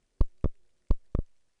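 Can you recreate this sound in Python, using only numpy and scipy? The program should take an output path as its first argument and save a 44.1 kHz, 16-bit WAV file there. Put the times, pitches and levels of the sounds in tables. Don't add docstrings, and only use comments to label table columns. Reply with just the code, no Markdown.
import sys
import numpy as np
from scipy import signal
from scipy.io import wavfile
from scipy.ndimage import uniform_filter1d

SR = 44100
rng = np.random.default_rng(int(sys.argv[2]) if len(sys.argv) > 2 else 0)


def level_to_linear(level):
    exponent = np.asarray(level, float) / 20
    return 10 ** exponent


def wrap_up_sound(samples):
    columns = np.atleast_2d(samples).T
    tamed = np.clip(columns, -1, 1)
    steps = np.round(tamed * 32767).astype(np.int16)
    wavfile.write(sys.argv[1], SR, steps)


N = 70560


def pressure(rows):
    t = np.arange(N) / SR
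    air = np.zeros(N)
    for start_s, level_db, rise_ms, abruptness in rows:
        steps = np.clip((t - start_s) * 1000 / rise_ms, -80, 40)
        air += level_to_linear(level_db) / (1 + np.exp(-steps)) ** abruptness
    return air - air[0]


def ring(x, hz, t60):
    radius = 1000. ** (-1 / (t60 * SR))
    turn = 2 * np.pi * hz / SR
    return signal.lfilter([0, radius * np.sin(turn)], [1, -2 * radius * np.cos(turn), radius ** 2], x)


# t/s, pressure level/dB, rise time constant/ms, abruptness of the start/1
AIR_IN = [(0.20744, -12, 0.76, 3.1), (0.20948, -8.5, 0.53, 26.54), (0.90609, -11.5, 0.82, 1.362),
          (0.90854, -9, 0.5, 10.7)]
AIR_OUT = [(0.44394, -12, 0.12, 0.23), (0.45744, -12, 0.34, 3.1), (1.1503, -13, 0.13, 0.27),
           (1.1893, -13, 0.24, 0.47)]
# f/Hz, t60/s, share going in/1, share coming out/1
WALL_MODES = [(480, 0.011, 0.55, 0.49), (510, 0.083, -0.01, 0.0075), (582.7, 0.0272, 0.53, 0.21),
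              (1112.5, 0.01476, 8.5, -0.6), (1150, 0.0091, 3, 3), (1372, 0.00216, -17.5, -3)]


def squeezes():
    going, coming = pressure(AIR_IN), pressure(AIR_OUT)
    speed_in, speed_out = np.diff(going, prepend=0), np.diff(coming, prepend=0)
    total = going + coming
    for hz, t60, share_in, share_out in WALL_MODES:
        total = total + ring(share_in * speed_in + share_out * speed_out, hz, t60)
    return total


def contacts(rows):
    rebound_s, rebound_db = .00123, -7
    t, force = np.arange(N) / SR, np.zeros(N)
    for start_s, level_db, contact_ms in rows:
        for late_s, less_db in ((0, 0), (rebound_s, rebound_db)):
            pulse = np.exp(-.5 * ((t - start_s - late_s) * 1000 / contact_ms) ** 2)
            force += level_to_linear(level_db + less_db) * pulse / (pulse.sum() + 1e-9)
    return force


# t/s, impulse level/dB, contact time (Gaussian width)/ms
HITS_IN = [(0.21045, -24, 0.05463), (0.909, -25, 0.053)]
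HITS_OUT = [(0.44271, -32.5, 0.052), (0.45693, -47, 0.05081), (0.46791, -60, 0.04159),
            (1.1491, -33.5, 0.056), (1.1883, -34.5, 0.16)]
# f/Hz, t60/s, level going in/dB, level coming out/dB
SHELL_MODES = [(1713, 0.00877, -15.5, -4), (1901.8, 0.003, -6, 5.5), (2161.2, 0.01478, -15, -6.5),
               (2720, 0.0088, -16, -14), (2932, 0.0092, -12, -14), (3510, 0.0228, -21, -13),
               (4446, 0.011, -8, -16.5), (5220, 0.019, -17.5, -12.916), (5966, 0.01187, -14, -10.5),
               (6840, 0.013, -7.0225, -3.9305), (7980, 0.0091, -7.4053, -15.5),
               (8571.7, 0.01847, -0.7, 1.9), (9270, 0.01617, 2, -2.5)]


def shell():
    going, coming = contacts(HITS_IN), contacts(HITS_OUT)
    total = np.zeros(N)
    for k, (hz, t60, in_db, out_db) in enumerate(SHELL_MODES):
        force = level_to_linear(in_db) * going + level_to_linear(out_db) * coming
        total += (-1) ** k * ring(force, hz, t60)
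    return total


def evened(x):
    return x / np.sqrt(np.mean(x ** 2) + 1e-20)


# t/s, level of the first 90 samples/dB, f/Hz
FAR_CRACKLES = [(.028, -77.5, 2140), (0.2604, -72, 7300), (.283, -80.5, 2300), (.311, -79, 6000),
                (.380, -73.5, 4720), (.4095, -72, 2680), (0.4264, -75, 9000), (0.554, -72, 2733),
                (.692, -76.5, 3016), (.765, -78, 1805), (.821, -75.5, 1800), (0.849, -79, 1980),
                (.870, -72.5, 2630), (.885, -72.5, 8400), (.893, -80, 2200), (1.056, -75, 1820),
                (1.062, -75, 4700), (1.118, -79, 7200), (1.262, -72, 6500), (1.357, -78.5, 2500),
                (1.365, -75.5, 5960)]
TICK_EDGES = [1700, 9960]


def crackles():
    faint_per_s, faint_db, spread_db = 58, -87., 8.5
    tick_s, ring_s, tail_s, tail_db = .0011, .005, .006, -11.
    length = 900
    draws = rng.random((round(faint_per_s * N / SR), 3))
    faint = [(u * N / SR, faint_db + spread_db * v, 1600 * 5.5 ** w) for u, v, w in draws]
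    t, out = np.arange(length) / SR, np.zeros(N + length)
    shape = np.exp(-t / tick_s) + level_to_linear(tail_db) * np.exp(-t / tail_s)
    band = signal.butter(2, TICK_EDGES, "bandpass", fs=SR)
    for start_s, level_db, hz in FAR_CRACKLES + faint:
        burst = signal.lfilter(*band, rng.standard_normal(length) * shape)
        tick = evened(ring(burst, hz, ring_s)) + evened(burst)
        out[round(start_s * SR):][:length] += level_to_linear(level_db) * tick / np.std(tick[:90])
    return out[:N]


# t/s, f/Hz, level before flutter/dB
HUM_PATH = [(0., 377.6, -88), (.04, 343, -89), (.12, 384.3, -93), (.17, 386, -87.5), (0.271, 368, -84.5),
            (.31, 350, -94), (.34, 363.6, -80), (.42, 385.7, -92), (.52, 410.8, -83), (.585, 405, -85),
            (.615, 346, -82.5), (.66, 362, -82), (.72, 349, -94.5), (.76, 360, -90.5), (.88, 350, -87)]


def hum():
    t, (s, hz, db) = np.arange(N) / SR, np.transpose(HUM_PATH)
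    flutter = evened(uniform_filter1d(rng.standard_normal(N), size=900))
    fade_db = 240 * np.maximum(t - s[-1], 0)
    level = level_to_linear(np.interp(t, s, db) + 2.5 * flutter - fade_db)
    phase = 2 * np.pi * np.cumsum(np.interp(t, s, hz)) / SR
    return np.sqrt(2) * level * np.sin(phase)


def noise(spectrum, patchy_db):
    hz = np.fft.rfftfreq(2048, 1 / SR)
    real, imag, patches = rng.standard_normal((N // 512 + 9, 1025, 3)).T
    patches = uniform_filter1d(patches, size=4, axis=0)
    patches = evened(uniform_filter1d(patches, size=5, axis=1))
    f, db = np.transpose(spectrum)
    shape_db = np.interp(np.log(hz + 1), np.log(f), db, left=-60)
    z = (real + 1j * imag) * level_to_linear(shape_db[:, None] + patchy_db * patches)
    return evened(signal.istft(z, nperseg=2048, noverlap=1536)[1][1024:N + 1024])


# f/Hz, relative level per Hz/dB
WATER_SPECTRUM = [(12, 4.5), (25, 1.5), (45, -10.5), (140, -20.5), (240, -22), (355, -22.5), (500, -21.5),
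                  (630, -23), (760, -35.5), (1500, -55)]
# t/s, level/dB
WATER_STIR = [(0., -68.5), (.08, -74), (.17, -72.5), (.3, -72), (.6, -73), (.85, -72.5), (.98, -73),
              (1.07, -70.5), (1.2, -75), (1.4, -75.5), (1.6, -76.5)]


def water():
    level_db = np.interp(np.arange(N) / SR, *np.transpose(WATER_STIR))
    return level_to_linear(level_db) * noise(WATER_SPECTRUM, patchy_db=2.5)


# f/Hz, relative level per Hz/dB
HISS_SPECTRUM = [(300, -12), (800, 1.5), (1450, 0.5), (2000, 0), (8500, -2), (10500, -6.5), (12000, -12.5)]


def hiss():
    return level_to_linear(-83.) * noise(HISS_SPECTRUM, patchy_db=.6)


LEAK_CORNERS = [22.7, 9.37, 1.55]


def leak(x):
    for hz in LEAK_CORNERS:
        x = signal.lfilter([1, -1], [1, -np.exp(-2 * np.pi * hz / SR)], x)
    return x


def scene():
    return np.array([squeezes() + shell() + crackles() + hum() + water()])


def roll_off(x):
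    return signal.sosfilt(signal.butter(12, 10720, fs=SR, output="sos"), x)


def record(dry):
    mix = leak(dry) + hiss()
    low_pass = signal.firwin(255, 10900, window=("kaiser", 7), fs=SR)
    mix = signal.oaconvolve(mix, low_pass[None], "same")
    return roll_off(mix)


dry = scene()
out = record(dry)
wrap_up_sound(out)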